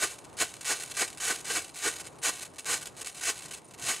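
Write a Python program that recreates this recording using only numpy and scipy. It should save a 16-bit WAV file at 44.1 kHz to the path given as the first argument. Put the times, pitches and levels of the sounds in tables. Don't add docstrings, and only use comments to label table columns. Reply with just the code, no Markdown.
import sys
import numpy as np
from scipy import signal
from scipy.fft import rfft, irfft
from scipy.io import wavfile

SR = 44100
rng = np.random.default_rng(int(sys.argv[2]) if len(sys.argv) > 2 else 0)


def log_audio(samples):
    frames = np.atleast_2d(samples).T
    limited = np.clip(frames, -1, 1)
    pcm = np.round(limited * 32767).astype(np.int16)
    wavfile.write(sys.argv[1], SR, pcm)


N = 176400

# (frequency [Hz], gain [dB])
FLARE_COLOUR = [(120.0, -8.5), (290.0, -12), (450.0, -2), (650.0, -4.5), (1000.0, -5), (1300.0, -4.5),
                (1500.0, 0.6), (1700.0, -2.5), (1900.0, -3.5), (2300.0, -2), (3000.0, -3.5), (3250.0, -7),
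                (4100.0, -3.5), (4700.0, -9), (4900.0, -2.5), (5200.0, -8.5), (5900.0, -6.5),
                (6300.0, -2.5), (6850.0, 0.5), (7400.0, -4), (8200.0, -0.7), (10000.0, -7), (10700.0, -7.5),
                (12500.0, -19), (15500.0, -27.4)]
# (frequency [Hz], gain [dB])
FLASH_TONE = [(100, -12.5), (700, -4), (1400, -1), (2500, 0), (5000, 1), (9000, 0), (15000, 1)]
# (ignition [s], swell [s], hold [s], fall [s], ignition level [dB],
# peak level [dB], afterburn level [dB], afterburn length [s])
FLASH_CYCLES = [(-.003, 0.028, .02, 0.012, -39.5, -26, -38.5, 0.083),
                (0.384, 0.028, 0.013, 0.016, -36.5, -26, -45.5, 0.078),
                (0.648, 0.054, 0.016, 0.023, -35.5, -27, -39, 0.15),
                (0.965, 0.048, 0.011, 0.018, -34, -26, -48.5, 0.067),
                (1.199, 0.084, .026, 0.019, -36, -29, -37, 0.051),
                (1.452, 0.056, 0.014, 0.018, -42.5, -31, -38.5, 0.047),
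                (1.531, 0.031, 0.01, 0.021, -38, -28, -41, 0.05),
                (1.795, 0.056, 0.03, .015, -43, -28.5, -39, 0.087),
                (2.226, 0.026, 0.044, 0.009, -35.5, -28, -40, .06),
                (2.654, 0.051, .041, 0.016, -37, -28.5, -41.5, .04),
                (3.208, 0.083, .012, 0.011, -37.5, -27, -44.5, .075),
                (3.82, 0.072, 0.016, 0.037, -40.5, -28, -43.5, .11)]


def flashes(t, trim_db=-.5, flutter_db=.74):
    power = 1e-12
    for start, swell, hold, fall, start_db, peak_db, _, _ in FLASH_CYCLES:
        db = peak_db + (start_db - peak_db) * np.clip(1 - (t - start) / swell, 0, 1)
        power += (undb(db) * gate(t - start, swell + hold, attack_s=.0025, fall_s=fall)) ** 2
    hiss = burn(np.sqrt(power) * undb(trim_db + flutter_db * wander(rate_hz=70)))
    return colour(hiss, unit(shape(FLARE_COLOUR)) * shape(FLASH_TONE))


# (frequency [Hz], gain [dB])
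PUFF_TONE = [(40, -35), (130, -6.5), (220, 4), (300, 6.5), (450, -0.5), (700, -1.5), (1100, -0.5),
             (1600, -1.5), (2500, -6), (4000, -8.5), (8000, -12), (15000, -12)]
# (time [s], half width [s], level [dB])
GAS_PUFFS = [(.038, 0.014, -31.5), (0.422, .012, -31.5), (0.716, 0.017, -34), (1.023, 0.0097, -28.5),
             (1.309, 0.012, -31.5), (1.51, 0.0067, -33), (1.572, 0.012, -34), (1.87, 0.016, -32),
             (2.266, 0.011, -36.5), (2.294, .007, -34), (2.707, 0.02, -39), (2.741, .008, -34.5),
             (3.295, 0.0068, -34), (3.9, 0.013, -36)]


def puffs(t, linger_db=-15.5):
    power = 0
    for at, width, db in GAS_PUFFS:
        burst_power = np.exp(-((t - at) / width) ** 2)
        linger = undb(linger_db) * gate(t - at, width, attack_s=width, fall_s=.029)
        power += undb(db) ** 2 * (burst_power + linger ** 2)
    gas = np.sqrt(power) * rng.standard_normal(N)
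    return colour(gas, unit(shape(FLARE_COLOUR) * shape(PUFF_TONE)))


# (frequency [Hz], gain [dB])
FIZZ_TONE = [(100, -9.5), (700, -5.5), (1600, -5), (3500, 0.5), (7000, -2), (10500, 0.5), (15000, -0.5)]
# (time [s], length [s], level [dB])
FLARE_SPITS = [(0.107, .02, -54), (0.182, 0.0084, -47), (0.24, .011, -50), (.325, .018, -60),
               (0.367, 0.016, -42), (0.535, 0.066, -53.5), (0.608, 0.0056, -36.5), (0.626, 0.0083, -43),
               (0.797, 0.039, -41), (.87, .012, -48), (0.895, .007, -39.5), (0.908, .014, -36.5),
               (0.943, 0.016, -41.5), (1.074, 0.011, -38), (1.103, 0.0059, -42), (1.127, .006, -43),
               (1.144, .005, -46), (1.172, 0.016, -41), (1.384, .005, -40), (1.399, 0.012, -42.5),
               (1.443, .01, -39), (1.643, 0.0044, -40), (1.661, 0.038, -50), (1.689, 0.0075, -53),
               (1.702, .03, -59), (1.739, 0.014, -47.5), (1.755, .035, -38), (1.957, 0.016, -45.5),
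               (1.982, 0.015, -41), (1.997, 0.015, -37), (2.031, 0.026, -49), (2.059, 0.018, -45.5),
               (2.215, .012, -46.5), (2.353, .007, -39), (2.373, 0.023, -42), (2.405, .008, -44),
               (2.417, 0.02, -38.5), (2.447, .018, -41.5), (2.56, 0.0071, -53), (2.582, 0.015, -36.5),
               (2.612, 0.031, -56.5), (2.809, 0.0092, -42), (2.823, 0.0087, -38), (2.855, 0.0075, -38),
               (2.868, .007, -39.5), (2.885, .012, -49), (2.965, .005, -46.5), (2.97, 0.024, -46),
               (2.996, 0.0044, -45), (3.009, .011, -36), (3.044, .005, -37.5), (3.058, 0.039, -38.5),
               (3.11, 0.045, -52), (3.144, 0.057, -42.5), (3.376, .004, -41.5), (3.389, .005, -39),
               (3.404, 0.0074, -42), (3.418, 0.027, -46), (3.448, 0.013, -38), (3.479, 0.013, -47),
               (3.507, .04, -39.5), (3.555, 0.032, -46.5), (3.676, .016, -59), (3.708, 0.017, -54.5),
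               (3.735, 0.013, -49.5), (3.784, 0.024, -44.5), (3.813, 0.015, -42)]
# (time [s], level [dB])
CRUST_SNAPS = [(0.5405, -16), (.6135, -25), (.6465, -16), (0.941, -22), (1.1029, -18), (1.1292, -23),
               (1.2045, -19), (1.6462, -28), (1.9632, -18), (2.189, -28), (2.4295, -15.5), (2.56, -27),
               (2.587, -19), (2.646, -19.5), (2.812, -24.5), (2.8705, -17), (3.0122, -21), (3.047, -19),
               (3.2123, -18), (3.39, -21), (3.512, -21), (3.711, -27), (3.7855, -31), (3.8245, -15)]


def fizz(t, smoulder_db=-63.5, ember_db=-50, sag_db_per_s=29, sputter_db=2):
    power = undb(smoulder_db) ** 2
    for start, swell, hold, _, _, _, afterburn_db, length in FLASH_CYCLES:
        age = t - start - swell - hold
        sagging_db = afterburn_db - sag_db_per_s * np.maximum(age, 0)
        afterburn = undb(sagging_db) * gate(age, length, attack_s=.01, fall_s=.026)
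        ember = undb(ember_db) * gate(age, .01, attack_s=.01, fall_s=.11)
        power += afterburn ** 2 + ember ** 2
    for start, length, db in FLARE_SPITS:
        power += (undb(db) * gate(t - start, length, attack_s=.003, fall_s=.0061)) ** 2
    crackle = burn(np.sqrt(power) * undb(sputter_db * wander(rate_hz=130)))
    for at, db in CRUST_SNAPS:
        crackle[int(at * SR)] += undb(db)
    return colour(crackle, unit(shape(FLARE_COLOUR)) * shape(FIZZ_TONE))


def burn(envelope, gas_share=.41, spread_db=6.5):
    grains_per_s = 2600 * (envelope / undb(-40)) ** .95
    chance = np.clip(grains_per_s / SR, 1e-5, 1)
    sizes = unit(undb(spread_db * np.clip(rng.standard_normal(N), -2, 2)))
    signs = np.sign(rng.standard_normal(N))
    grains = (rng.random(N) < chance) * sizes * signs / np.sqrt(chance)
    gas = rng.standard_normal(N)
    return envelope * (np.sqrt(gas_share) * gas + np.sqrt(1 - gas_share) * grains)


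# (frequency [Hz], gain [dB])
FLARE_WIDTH = [(200, -11), (500, -17), (1000, -13.5), (2000, -16.5), (3000, -19), (3900, -35), (5200, -38),
               (7500, -39), (10500, -12), (14000, -14)]


def garden(flare, ground_lag_s=.00263, ground_cutoff_hz=6350, left_db=-.3):
    delay = np.exp(-2j * np.pi * bins() * ground_lag_s)
    bounce = .5 * delay / np.sqrt(1 + (bins() / ground_cutoff_hz) ** 4)
    mirrored = irfft(rfft(flare, 2 * N) * (1 + bounce))[:N]
    post = undb(-13) * scatter(mirrored, t60_s=.06)
    trees = undb(-19) * scatter(mirrored, t60_s=.37)
    mid = mirrored + post + trees
    side = colour(scatter(mid, t60_s=.11), shape(FLARE_WIDTH))
    return np.array([(mid + side) * undb(left_db), mid - side])


# (time [s], level [dB])
INSECT_CHIRPS = [(.207, -57), (.241, -62), (.336, -59), (1.71, -60), (2.106, -62), (2.199, -55), (2.5, -62),
                 (2.63, -54), (3.125, -53), (3.653, -55), (3.688, -56), (3.78, -76)]


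def insect(t, pitch_hz=9200, half_band_hz=440, sigma_s=.0064, width=.32):
    envelope = sum(undb(db) * np.exp(-.5 * ((t - at) / sigma_s) ** 2) for at, db in INSECT_CHIRPS)
    resonance = unit(1 / (1 + ((bins() - pitch_hz) / half_band_hz) ** 2))
    mid, side = (colour(envelope * rng.standard_normal(N), resonance) for _ in range(2))
    return np.array([mid + width * side, mid - width * side])


# (frequency [Hz], gain [dB])
RUMBLE_COLOUR = [(20, -31), (35, -23), (50, -8.5), (90, -1.5), (150, 1), (220, -5), (320, 0), (500, -3),
                 (750, -4), (1100, -6), (1500, -15), (3500, -25), (9000, -38), (15000, -53)]
# (frequency [Hz], gain [dB])
RUMBLE_WIDTH = [(30, -9), (130, -6.5), (230, -4), (400, -6), (700, -5.5), (2000, -5), (6000, -12),
                (9500, 2), (14000, -2)]


def night_rumble(level_db=-54, waver_db=1.7):
    spectrum = unit(shape(RUMBLE_COLOUR))
    mid = colour(rng.standard_normal(N), spectrum)
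    side = colour(rng.standard_normal(N), spectrum * shape(RUMBLE_WIDTH))
    return np.array([mid + side, mid - side]) * undb(level_db + waver_db * wander(rate_hz=5.9))


def undb(db):
    return 10 ** (np.asarray(db) / 20)


def unit(x):
    return x / np.sqrt(np.mean(x ** 2))


def bins():
    return np.arange(N + 1) * SR / (2 * N)


def shape(points):
    hz, db = np.array(points, float).T
    return undb(np.interp(np.log(bins() + 1), np.log(np.sort(hz)), db))


def colour(x, gain):
    cepstrum = irfft(np.log(gain + 1e-6))
    cepstrum[1:N] *= 2
    cepstrum[N + 1:] = 0
    return irfft(rfft(x, 2 * N) * np.exp(rfft(cepstrum)))[:N]


def wander(rate_hz):
    lowpass = np.exp(-(bins()[::2] / rate_hz) ** 2)
    return unit(irfft(rfft(rng.standard_normal(N)) * lowpass, N))


def gate(age, length_s, attack_s, fall_s):
    return np.clip(age / attack_s, 0, 1) * np.exp(-np.maximum(age - length_s, 0) / fall_s)


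def scatter(x, t60_s):
    t = np.arange(SR) / SR
    response = rng.standard_normal(SR) * np.exp(-np.log(1000) * t / t60_s)
    return signal.fftconvolve(x, response / np.sqrt(np.sum(response ** 2)))[:N]


def scene():
    t = np.arange(N) / SR
    return garden(flashes(t) + puffs(t) + fizz(t)) + insect(t) + night_rumble()


def record(dry, low_cut_hz=38, high_cut_hz=15700):
    low_cut = signal.butter(2, low_cut_hz, "high", fs=SR, output="sos")
    high_cut = signal.ellip(10, .2, 75, high_cut_hz, fs=SR, output="sos")
    return signal.sosfilt(high_cut, signal.sosfilt(low_cut, dry))


dry = scene()
out = record(dry)
log_audio(out)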